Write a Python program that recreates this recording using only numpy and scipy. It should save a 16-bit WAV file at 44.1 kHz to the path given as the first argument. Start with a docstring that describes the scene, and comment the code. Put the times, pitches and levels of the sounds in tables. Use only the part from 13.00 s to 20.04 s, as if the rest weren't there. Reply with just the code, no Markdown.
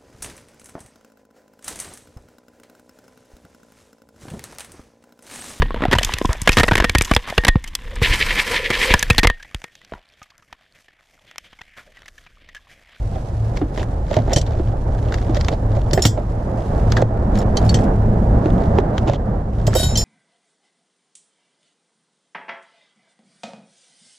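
"""Plastic rails of sockets clack, scrape and knock as a hand rummages in a fabric tool bag in an open car boot.
Damped bodies (rails, bag, box lid) are filtered rough contacts; sockets and wrenches are decaying sine modes.
The boot floor booms in a few low sines; cloth, motor, road and passing vehicle are shaped stereo noise.
Two microphone ports hear it, the right honking in the low mids; loud blows duck the gain."""
import sys
import numpy as np
from scipy import signal
from scipy.fft import rfft, irfft, next_fast_len
from scipy.io import wavfile
from scipy.ndimage import uniform_filter1d, minimum_filter1d

SR = 44100
rng = np.random.default_rng(int(sys.argv[2]) if len(sys.argv) > 2 else 0)


def transcribe(signal):
    """Save signal, clipped to [-1, 1], as a 16-bit WAV file at the path in sys.argv[1]."""
    frames = np.atleast_2d(signal).T
    limited = np.clip(frames, -1, 1)
    pcm = np.round(limited * 32767).astype(np.int16)
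    wavfile.write(sys.argv[1], SR, pcm)


N = 310464
SECONDS = np.arange(N) / SR
HIT_S = np.arange(SR // 2) / SR   # time axis of one hit
FFT_SIZE = next_fast_len(N + SR)
BIN_HZ = np.maximum(np.fft.rfftfreq(FFT_SIZE, 1 / SR), 1)

# plastic rails snapping against tool handles: (time [s], level [dB], centre [Hz])
RAIL_CLACKS = [(0.5719, -18, 2100), (0.776, -19, 1980), (1.1318, -21, 1700), (1.1415, -16, 2030),
               (1.166, -18, 3300), (1.188, -22.5, 2000), (1.4655, -26.5, 3400), (1.521, -30, 2400),
               (2.1233, -18.5, 1670), (2.142, -15.5, 1811), (2.184, -24.5, 1950), (2.3468, -22.5, 4900),
               (2.3695, -15.5, 1900), (2.411, -15, 5100), (2.447, -20, 4982), (2.484, -11.5, 2600),
               (2.911, -22.5, 5000), (2.994, -18, 2007), (3.921, -9, 1960), (4.018, -17.5, 6820),
               (4.355, -25, 4500), (5.7855, -13, 2500), (5.9804, -9, 2888)]
# rails struck where they are hollow, ringing a moment: (time [s], level [dB], centre [Hz])
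HOLLOW_RAIL_CLACKS = [(2.976, -16.5, 1850), (3.0522, -4, 2990), (3.968, -11, 1608), (6.731, -17, 1616)]
# rail dragged over the bag or box lid: (start [s], end [s], level of each slip [dB], centre [Hz])
RAIL_SCRAPES = [(0.778, 0.82, -32, 2680), (1.293, 1.33, -30, 2000), (2.513, 2.547, -35, 4200),
                (3.968, 4.015, -29, 1703), (6.066, 6.124, -24, 2670), (6.135, 6.16, -26.5, 3100)]
# rails bumping inside the bag: (time [s], level [dB], centre [Hz])
BAG_KNOCKS = [(0.158, -22.5, 643), (0.614, -10.5, 292.3), (0.775, -18, 466), (1.112, -11, 585),
              (1.167, -5.5, 588.5), (1.188, -13, 214.3), (1.279, -11.5, 328), (1.328, -10.5, 585),
              (1.364, -8, 484), (1.596, -13, 321), (2.295, -10, 315), (2.367, -15, 570), (2.487, -12, 533),
              (2.527, -12, 480), (2.768, -15, 580), (2.933, -7.5, 506.2), (2.976, -3.5, 409),
              (3.053, -6, 278.4), (3.176, -13.5, 566), (6.677, -4.5, 543.7), (6.753, -4, 536),
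              (6.797, -11.5, 663), (6.83, -7.5, 186.7)]
# rails set down on the box lid, short and firm: (time [s], level [dB], centre [Hz])
BOX_LID_KNOCKS = [(4.023, 0.5, 486), (5.458, -5, 379), (5.786, 2, 432), (6.081, -6.5, 669.4),
                  (6.097, 2, 554.8), (6.135, -3.5, 777)]
# sockets struck on their rail: (time [s], level [dB], socket, t60 [s], relative clatter of neighbours [dB])
SOCKET_CLINKS = [(1.332, -11, "deep", 0.057, 0.5), (1.3608, -11.5, "medium", 0.076, 1),
                 (1.3701, -18.5, "large", 0.076, -2), (1.413, -23, "medium", 0.032, 2.5),
                 (2.932, -10, "deep", 0.0395, 8), (3.052, -7.5, "deep", 0.1225, 8),
                 (4.5696, -12, "medium", 0.0497, -6.5), (4.692, -15.5, "small", .05, -4.5),
                 (4.7424, -13, "large", 0.0813, 1.5), (6.6666, -18, "deep", 0.055, 6),
                 (6.668, -16, "large", 0.043, -3.5), (6.738, -19.5, "deep", 0.0307, 7),
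                 (6.955, -10, "medium", 0.107, -10.5)]
# jostled sockets bouncing on other tools: (start [s], end [s], level of each bounce [dB])
SOCKET_CHATTERS = [(1.363, 1.384, -21.5), (3.024, 3.078, -15), (6.752, 6.858, -28), (6.975, 7.025, -30.5)]
# modes of each socket size: (frequency [Hz], relative level [dB])
SOCKET_MODES = {"small": [(4465, 3), (5405, -16)], "medium": [(3130, 1.5), (4097, -2), (4560, -1),
                (5550, -11), (6025, 1), (6510, -9.5), (10150, -17)], "large": [(1890, -5.5), (3125, -1.5),
                (3378, -14), (4430, -6.5), (5365, -9.5), (6015, -3), (12389, -22)], "deep": [(1930, -8),
                (4650, -6), (5540, 3.5), (7175, 0), (7560, -10), (14150, -11)]}
# loose wrenches struck: (time [s], level [dB], wrench, t60 [s])
WRENCH_CLANGS = [(2.936, -25, "short", 0.27), (3.021, -6, "flat", 0.086), (3.052, -14.5, "short", 0.188),
                 (4.387, -25, "flat", 0.063), (4.645, -38, "flat", 0.22), (6.668, -18, "short", 0.101),
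                 (6.75, -11.5, "short", 0.346), (6.765, -13, "long", 0.445), (6.785, -18, "flat", 0.59),
                 (6.795, -15, "long", 0.216), (6.83, -13, "long", 0.207), (6.832, -17, "flat", 0.496),
                 (6.972, -7.5, "flat", 0.321)]
# modes of each wrench: (frequency [Hz], relative level [dB])
WRENCH_MODES = {"long": [(1491, -10), (3090, -8), (3803, 4), (4447, -8.5), (5377, -13), (9310, -1.5),
                (11610, -5.5)], "short": [(3187, -6.5), (5210, -2.5), (7127, -2.5), (7715, -0.5),
                (10640, -6.5), (12380, -7), (13940, -4.5), (15240, -9.5)], "flat": [(2560, -21), (4099, -9),
                (4655, -11), (5377, 3), (6514, -8.5), (7127, 2), (7474, -8.5), (9312, -5.5), (11628, -12.5),
                (14062, -10.5)]}
# spells of rummaging: (start [s], end [s], cloth hiss [dB], loose rattle [dB])
RUMMAGE_SPELLS = [(0, 0.593, -53.5, -45), (0.74, 0.849, -47.5, -27.5), (1.052, 1.73, -55, -36.5),
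                  (1.912, 2.575, -53, -35), (2.669, 3.104, -54, -36), (3.565, 4.033, -51.5, -40.5),
                  (4.34, 4.431, -46, -27), (4.549, 4.853, -47, -31), (5.459, 5.711, -54, -33.5),
                  (5.925, 6.145, -53, -32), (6.524, 6.698, -52, -36.5), (6.689, 7.034, -43.5, -34.5)]
# weight landing on the boot floor: (time [s], level [dB])
FLOOR_THUMPS = [(1.168, -12), (1.361, -7), (2.942, -9.5), (3.053, -4), (4.029, -9), (4.743, -4),
                (6.096, -1.5), (6.674, -7.5), (6.865, -7.5)]
# floor panel modes: (frequency [Hz], relative level [dB])
FLOOR_MODES = [(88, -0.5), (112, 13.3), (135, 5.56)]
# motor rumble: (time [s], level [dB])
MOTOR_LEVEL = [(0.0, -24.5), (2.96, -19.5), (3.12, -23.5), (3.67, -23), (3.86, -17.5), (5.59, -18),
               (6.23, -17.5), (7.04, -18.5)]
# road noise: (time [s], level [dB])
ROAD_LEVEL = [(0.0, -36.5), (2.16, -30.5), (3.31, -31), (4.57, -22), (5.06, -26), (5.69, -23), (5.94, -20),
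              (6.2, -24), (6.47, -27.5), (6.65, -27), (7.04, -32)]
# spectra of damped bodies and noises: (frequency [Hz], relative level [dB])
PLASTIC_SPECTRUM = [(300, 14.5), (1100, 11), (1900, 8), (2500, 0.5), (3400, 5.5), (5000, 0.5), (7300, -4),
                    (8700, -21.5), (13000, -22.5), (15500, -33.5)]
BAG_SPECTRUM = [(80, 1), (230, 4.5), (370, 4.5), (470, -5), (600, 2), (780, -2), (1050, -12.5),
                (1800, -20.5), (4000, -32.5), (12000, -99)]
FABRIC_SPECTRUM = [(500, -20.5), (1800, 11.5), (3500, 7), (7300, 3), (8800, -1.5), (10500, -3.5),
                   (13000, -13), (15500, -27.5)]
RUMBLE_SPECTRUM = [(15, -5.5), (26, 6), (33, -2.5), (45, 9), (62, 1), (72, 6), (85, -0.5), (98, -1),
                   (109, 10.5), (122, -2), (155, -12.5), (300, -27.5), (900, -75.5), (5000, -110)]
ROAD_SPECTRUM = [(60, -13), (150, 8), (205, 4), (290, 2), (400, 1), (650, 0), (820, -6), (1050, -14),
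                 (1750, -22), (2500, -38), (5000, -49), (15000, -69)]
EXHAUST_SPECTRUM = [(35, -21), (62, 12), (100, -9), (140, -1), (165, 6.5), (210, 10.5), (270, -8),
                    (500, -12), (5000, -110)]
# microphone ports: (frequency [Hz], left minus right [dB])
PORT_DIFFERENCE = [(290, -0.5), (470, -2.5), (760, -12.5), (1200, -3), (1950, 3), (3000, -0.5)]
# likeness of the two channels for diffuse sound: (frequency [Hz], correlation)
PORT_LIKENESS = [(150, 1), (400, 1), (620, 1), (800, 0), (1200, 0), (2800, 0.515), (6500, 0.051),
                 (15000, 0)]

# light touches: the rail's resonance varies with the spot
TOUCH_HZ, TOUCH_SCATTER_OCT = 2160, 0.3
# a harder bump is higher in pitch and clacks more: clack relative to the knock at HARD_HZ, and its slope
HARD_HZ, KNOCK_CLACK_DB, HARDNESS_DB_PER_OCT = 579.5, -15, 12.5
RATTLES_PER_S, SLIPS_PER_S, CONTACT_SPREAD_DB = 42, 330, 3.0
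SLIP_KNOCK_DB = 7.5   # the surface below relative to each slip
CHATTERS_PER_S, CHATTER_T60_S = 140, 0.059
RING_LINEWIDTH_HZ = 5   # wander of a mode while its tool touches others
HAND_RAMP_S, CLOTH_REST_DB, CLOTH_GRAIN_DB = 0.019, -58, 2.3
CEILING_DB, RECOVERY_DB_PER_S, GAIN_WINDOW_S = -0.5, 8, 0.0046
CUTOFF_HZ = 15600


def rails():
    """Plastic clacks, alone, with each bump and as loose rattle; contents shift in grains around firm ones."""
    bumps = []
    for s, db, hz in [*BAG_KNOCKS, *BOX_LID_KNOCKS]:
        hardness_db = HARDNESS_DB_PER_OCT * np.log2(hz / HARD_HZ)
        bumps.append((s, db + KNOCK_CLACK_DB + hardness_db))
    touches = [(s, db, TOUCH_HZ * 2 ** (TOUCH_SCATTER_OCT * rng.normal()))
               for s, db in [*bumps, *rattles()]]
    clacks = dull_hits([*RAIL_CLACKS, *touches], PLASTIC_SPECTRUM, q=5.0, blow_db=9, broad_db=-3,
                       crack_t60_s=.015, tail_db=-17, tail_t60_s=.07, spread=.3)
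    clacks += dull_hits(HOLLOW_RAIL_CLACKS, PLASTIC_SPECTRUM, q=5.0, blow_db=4, broad_db=-13,
                        crack_t60_s=.045, tail_db=-20, tail_t60_s=.09, spread=.3)
    firm = [*RAIL_CLACKS, *HOLLOW_RAIL_CLACKS, *bumps]
    return from_db(1.5) * clacks + shifting_contents(firm)


def shifting_contents(firm):
    """Random grains of plastic noise, swelling and fading around each firm contact."""
    # 8.8 ms each side of a contact
    activity = np.sqrt(sum(from_db(db) * np.exp(-np.abs(SECONDS - s) / 0.0088) for s, db, *_ in firm))
    strength = from_db(2.0 * np.minimum(rng.exponential(1, N), 3))
    grains = (rng.random(N) < 260 / SR) * strength   # 260 per second
    envelope = signal.lfilter([1], [1, -np.exp(-1 / (0.00707 * SR))], grains)   # each dies in 7 ms
    envelope *= from_db(-30) / envelope.std()
    return activity * envelope * diffuse(PLASTIC_SPECTRUM) / 2


def rattles():
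    """Small contacts while the hand moves: (time [s], level [dB])."""
    spells = [(start, end, db) for start, end, _, db in RUMMAGE_SPELLS]
    return uneven(spells, RATTLES_PER_S, count=40)


def scrapes():
    """A dragged rail sticks and slips; each slip ticks in the plastic and knocks on the surface below."""
    slips = uneven(RAIL_SCRAPES, SLIPS_PER_S)
    below = [(s, db + SLIP_KNOCK_DB, HARD_HZ * 2 ** (rng.normal() / 2)) for s, db, _ in slips]
    touch = dict(q=5, blow_db=4, broad_db=-9, crack_t60_s=.018, tail_db=-15, tail_t60_s=.06, spread=.15)
    return dull_hits(slips, PLASTIC_SPECTRUM, **touch) + dull_hits(below, BAG_SPECTRUM, **touch)


def knocks():
    """The bag answers a rail with a loose thud, the box lid with a compact one."""
    bag = dull_hits(BAG_KNOCKS, BAG_SPECTRUM, q=4.8, blow_db=18.5, broad_db=-13.0,
                    crack_t60_s=0.0567, tail_db=-4.5, tail_t60_s=0.13, spread=0.034)
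    lid = dull_hits(BOX_LID_KNOCKS, BAG_SPECTRUM, q=4.0, blow_db=19, broad_db=-11.0,
                    crack_t60_s=0.025, tail_db=-17, tail_t60_s=0.1, spread=0.034)
    return from_db(-0.04) * bag + lid


def sockets():
    """The rail's grip damps the sockets quickly; jostled, one after another chatters on the other tools."""
    out = np.zeros((2, N))
    bounces = [(s, db, rng.choice(list(SOCKET_MODES)), CHATTER_T60_S, 0)
               for s, db in uneven(SOCKET_CHATTERS, CHATTERS_PER_S)]
    for s, db, size, t60_s, clatter_db in [*SOCKET_CLINKS, *bounces]:
        clink = steel(SOCKET_MODES[size], t60_s, detune=0.0155, spread=0.387, others_db=clatter_db - 5.5,
                      others_t60_s=t60_s * 1.28, crack_db=clatter_db + 6.5)
        add(out, s, db + 0.5, clink)
    return out


def wrenches():
    """Loose wrenches ring on unless the bag or the hand damps them."""
    out = np.zeros((2, N))
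    for s, db, kind, t60_s in WRENCH_CLANGS:
        clang = steel(WRENCH_MODES[kind], t60_s, detune=0.0045, spread=0.675, others_db=-6,
                      others_t60_s=t60_s * 0.44, crack_db=-6.0)
        add(out, s, db - 0.5, clang)
    return out


def boot_floor():
    """The floor panel booms briefly in its low modes under a weight."""
    out = np.zeros((2, N))
    envelope = fade(0.15) * (1 - fade(0.0321))
    for s, db in FLOOR_THUMPS:
        boom = sum(from_db(mode_db + 2 * rng.normal()) * np.sin(2 * np.pi * hz * HIT_S)
                   for hz, mode_db in FLOOR_MODES) * envelope
        add(out, s, db + 2.0, np.array([boom, boom]))
    return out


def fabric():
    """The cloth hisses and catches unevenly under the hand, and settles quietly between spells."""
    brush = from_db(CLOTH_REST_DB)
    for start, end, hiss_db, _ in RUMMAGE_SPELLS:
        moving = np.clip(.5 + np.minimum(SECONDS - start, end - SECONDS) / HAND_RAMP_S, 0, 1)
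        brush = np.maximum(brush, from_db(hiss_db - 2.0) * moving)
    catching_db = 0.6 * drift(51) + CLOTH_GRAIN_DB * drift(260)
    return brush * from_db(catching_db) * diffuse(FABRIC_SPECTRUM)


def street():
    """Low motor rumble, and road noise that swells as a vehicle goes by."""
    rumble = from_db(in_time(MOTOR_LEVEL) + 2.5) * diffuse(RUMBLE_SPECTRUM)
    road = from_db(in_time(ROAD_LEVEL) + 2.5 + 1.85 * drift(25)) * diffuse(ROAD_SPECTRUM)
    return rumble + road + vehicle(nearest_s=5.293, passing_s=1.0, db=-20.0)


def vehicle(nearest_s, passing_s, db):
    """The exhaust drones loudest as the vehicle passes the opening."""
    away = (SECONDS - nearest_s) / passing_s
    return from_db(db + 3.9 * drift(24)) / (1 + away ** 2) * diffuse(EXHAUST_SPECTRUM)


def uneven(spells, per_s, count=24):
    """Contacts at uneven gaps and strengths in each spell: (time [s], level [dB], other columns)."""
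    rows = []
    for start, end, db, *rest in spells:
        times = start + np.cumsum(rng.gamma(2, .5, count)) / per_s
        levels = db + CONTACT_SPREAD_DB * rng.standard_normal(count)
        rows += [(s, level, *rest) for s, level in zip(times, levels) if s < min(end, N / SR)]
    return rows


def contact(crack_t60_s, tail_db, tail_t60_s, spread):
    """A rough contact: a short crack, and scatter from the boot's walls that differs at each port."""
    t = HIT_S[:int(max(tail_t60_s, crack_t60_s) * SR)]
    mid, side = rng.standard_normal((2, len(t)))
    envelope = fade(crack_t60_s, t) + from_db(tail_db) * fade(tail_t60_s, t)
    return (mid + spread * side * [[1], [-1]]) * envelope


def dull_hits(rows, spectrum, q, blow_db, broad_db, crack_t60_s, tail_db, tail_t60_s, spread):
    """Contacts on a heavily damped body; the spot hit adds one resonance to its broad response."""
    out = np.zeros((2, N))
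    body = irfft(response(spectrum), FFT_SIZE)[:2048]
    for s, db, hz in rows:
        force = contact(crack_t60_s, tail_db, tail_t60_s, spread)
        force[:, 0] += from_db(blow_db)   # one clean blow leads
        hit = signal.fftconvolve(force, [body], axes=1)
        spot = signal.lfilter(*signal.iirpeak(hz, q, fs=SR), hit)
        add(out, s, db, spot + from_db(broad_db) * hit)
    return out


def steel(modes, t60_s, detune, spread, others_db, others_t60_s, crack_db):
    """A struck tool rings in its own modes and sets its neighbours ringing briefly."""
    t = HIT_S[:int(max(1.5 * t60_s, .15) * SR)]

    def partial(hz, decay_s, waver=0):
        """One decaying mode, its phase differing between the ports."""
        phase = rng.uniform(0, 2 * np.pi) + spread * rng.normal(size=(2, 1))
        return np.sin(2 * np.pi * hz * t + phase + waver) * fade(decay_s, t)

    ring = 0
    for hz, mode_db in modes:
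        # touching other tools makes each mode waver
        waver = np.cumsum(rng.standard_normal(len(t))) * np.sqrt(2 * np.pi * RING_LINEWIDTH_HZ / SR)
        # the highest modes die soonest
        main = partial(hz, t60_s * min(1, 7500 / hz), waver)
        # a close twin beats with it
        twin = partial(hz * (1 + detune * rng.normal()), t60_s * .7, -waver)
        ring = ring + from_db(mode_db + 1.5 * rng.normal()) * (main + twin / 3)
    others = sum(rng.rayleigh() * partial(hz, others_t60_s) for hz in rng.uniform(2900, 8100, 24))

    crack = contact(crack_t60_s=.024, tail_db=-16, tail_t60_s=min(1.5 * t60_s, .13), spread=.7)
    crack = np.pad(crack, [(0, 0), (0, len(t) - crack.shape[1])])
    crack = signal.sosfilt(signal.butter(3, [1500, 7600], "band", fs=SR, output="sos"), crack)

    # balance by the level of the first 200 samples
    ring = ring / ring[:, :200].std() + from_db(others_db) * others / others[:, :200].std()
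    # the tool settles over a few ms rather than in one blow
    return (ring + from_db(crack_db) * crack) * (1 - fade(0.0074, t))


def add(track, s, peak_db, sound):
    """Lay a stereo sound into the track at this time, its left-right mean at this peak level."""
    start = int(s * SR)
    scaled = from_db(peak_db) * sound / np.abs(sound.mean(0)).max()
    track[:, start:start + sound.shape[1]] += scaled[:, :N - start]


def diffuse(spectrum):
    """Stereo noise from all around, likeness falling with frequency; rms 1 in the middle."""
    alike = np.clip(over_hz(PORT_LIKENESS), -.9, 1)
    mid, side = rng.standard_normal((2, N))
    gain = from_db(over_hz(spectrum))
    mid = filtered(mid, gain)
    side = filtered(side, gain * np.sqrt((1 - alike) / (1 + alike)))
    return (mid + side * [[1], [-1]]) / mid.std()


def drift(rate_hz):
    """Slow chance: random points joined by lines, with a spread just under 1."""
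    return np.interp(SECONDS * rate_hz, np.arange(2000), rng.standard_normal(2000))


def fade(t60_s, t=HIT_S):
    """Exponential decay, 60 dB in t60_s."""
    return from_db(-60 * t / t60_s)


def from_db(db):
    """Decibels to gain."""
    return 10 ** (np.asarray(db) / 20)


def in_time(rows):
    """A level curve at every sample."""
    s, level = np.transpose(rows)
    return np.interp(SECONDS, s, level)


def over_hz(points):
    """A table read along log frequency."""
    hz, value = np.transpose(points)
    return np.interp(np.log(BIN_HZ), np.log(hz), value)


def response(spectrum):
    """The causal, minimum-phase filter with this spectrum, by folding its cepstrum."""
    cepstrum = irfft(np.log(from_db(over_hz(spectrum))), FFT_SIZE)[:FFT_SIZE // 2]
    cepstrum[1:] *= 2
    return np.exp(rfft(cepstrum, FFT_SIZE))


def filtered(x, gain):
    """Pass x through a frequency response."""
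    return irfft(rfft(x, FFT_SIZE) * gain, FFT_SIZE)[..., :N]


def gain_control(x):
    """A blow over the ceiling pushes the whole sound down, and it creeps back up."""
    window = max(int(GAIN_WINDOW_S * SR), 1)
    over_db = np.maximum(20 * np.log10(np.abs(x).max(0) + 1e-9) - CEILING_DB, 0)
    recovery_db = RECOVERY_DB_PER_S * SECONDS
    cut_db = np.maximum.accumulate(over_db + recovery_db) - recovery_db
    # centred windows start the cut just ahead of the blow
    held_db = minimum_filter1d(-cut_db, window)
    return x * from_db(uniform_filter1d(held_db, window))


def scene():
    """Everything in the boot, with the street behind it."""
    tools = rails() + scrapes() + knocks() + sockets() + wrenches()
    return tools + boot_floor() + fabric() + street()


def record(dry):
    """The two ports colour the sound differently; loud blows duck the gain and the top is cut."""
    ratio = response([(140, 0), *PORT_DIFFERENCE])   # left over right
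    ports = np.array([ratio, np.ones_like(ratio)]) * 2 / (1 + ratio)   # the mean of the two stays flat
    heard = gain_control(filtered(dry, ports))
    return signal.sosfilt(signal.ellip(10, .1, 90, CUTOFF_HZ, fs=SR, output="sos"), heard)


dry = scene()
out = record(dry)
transcribe(out)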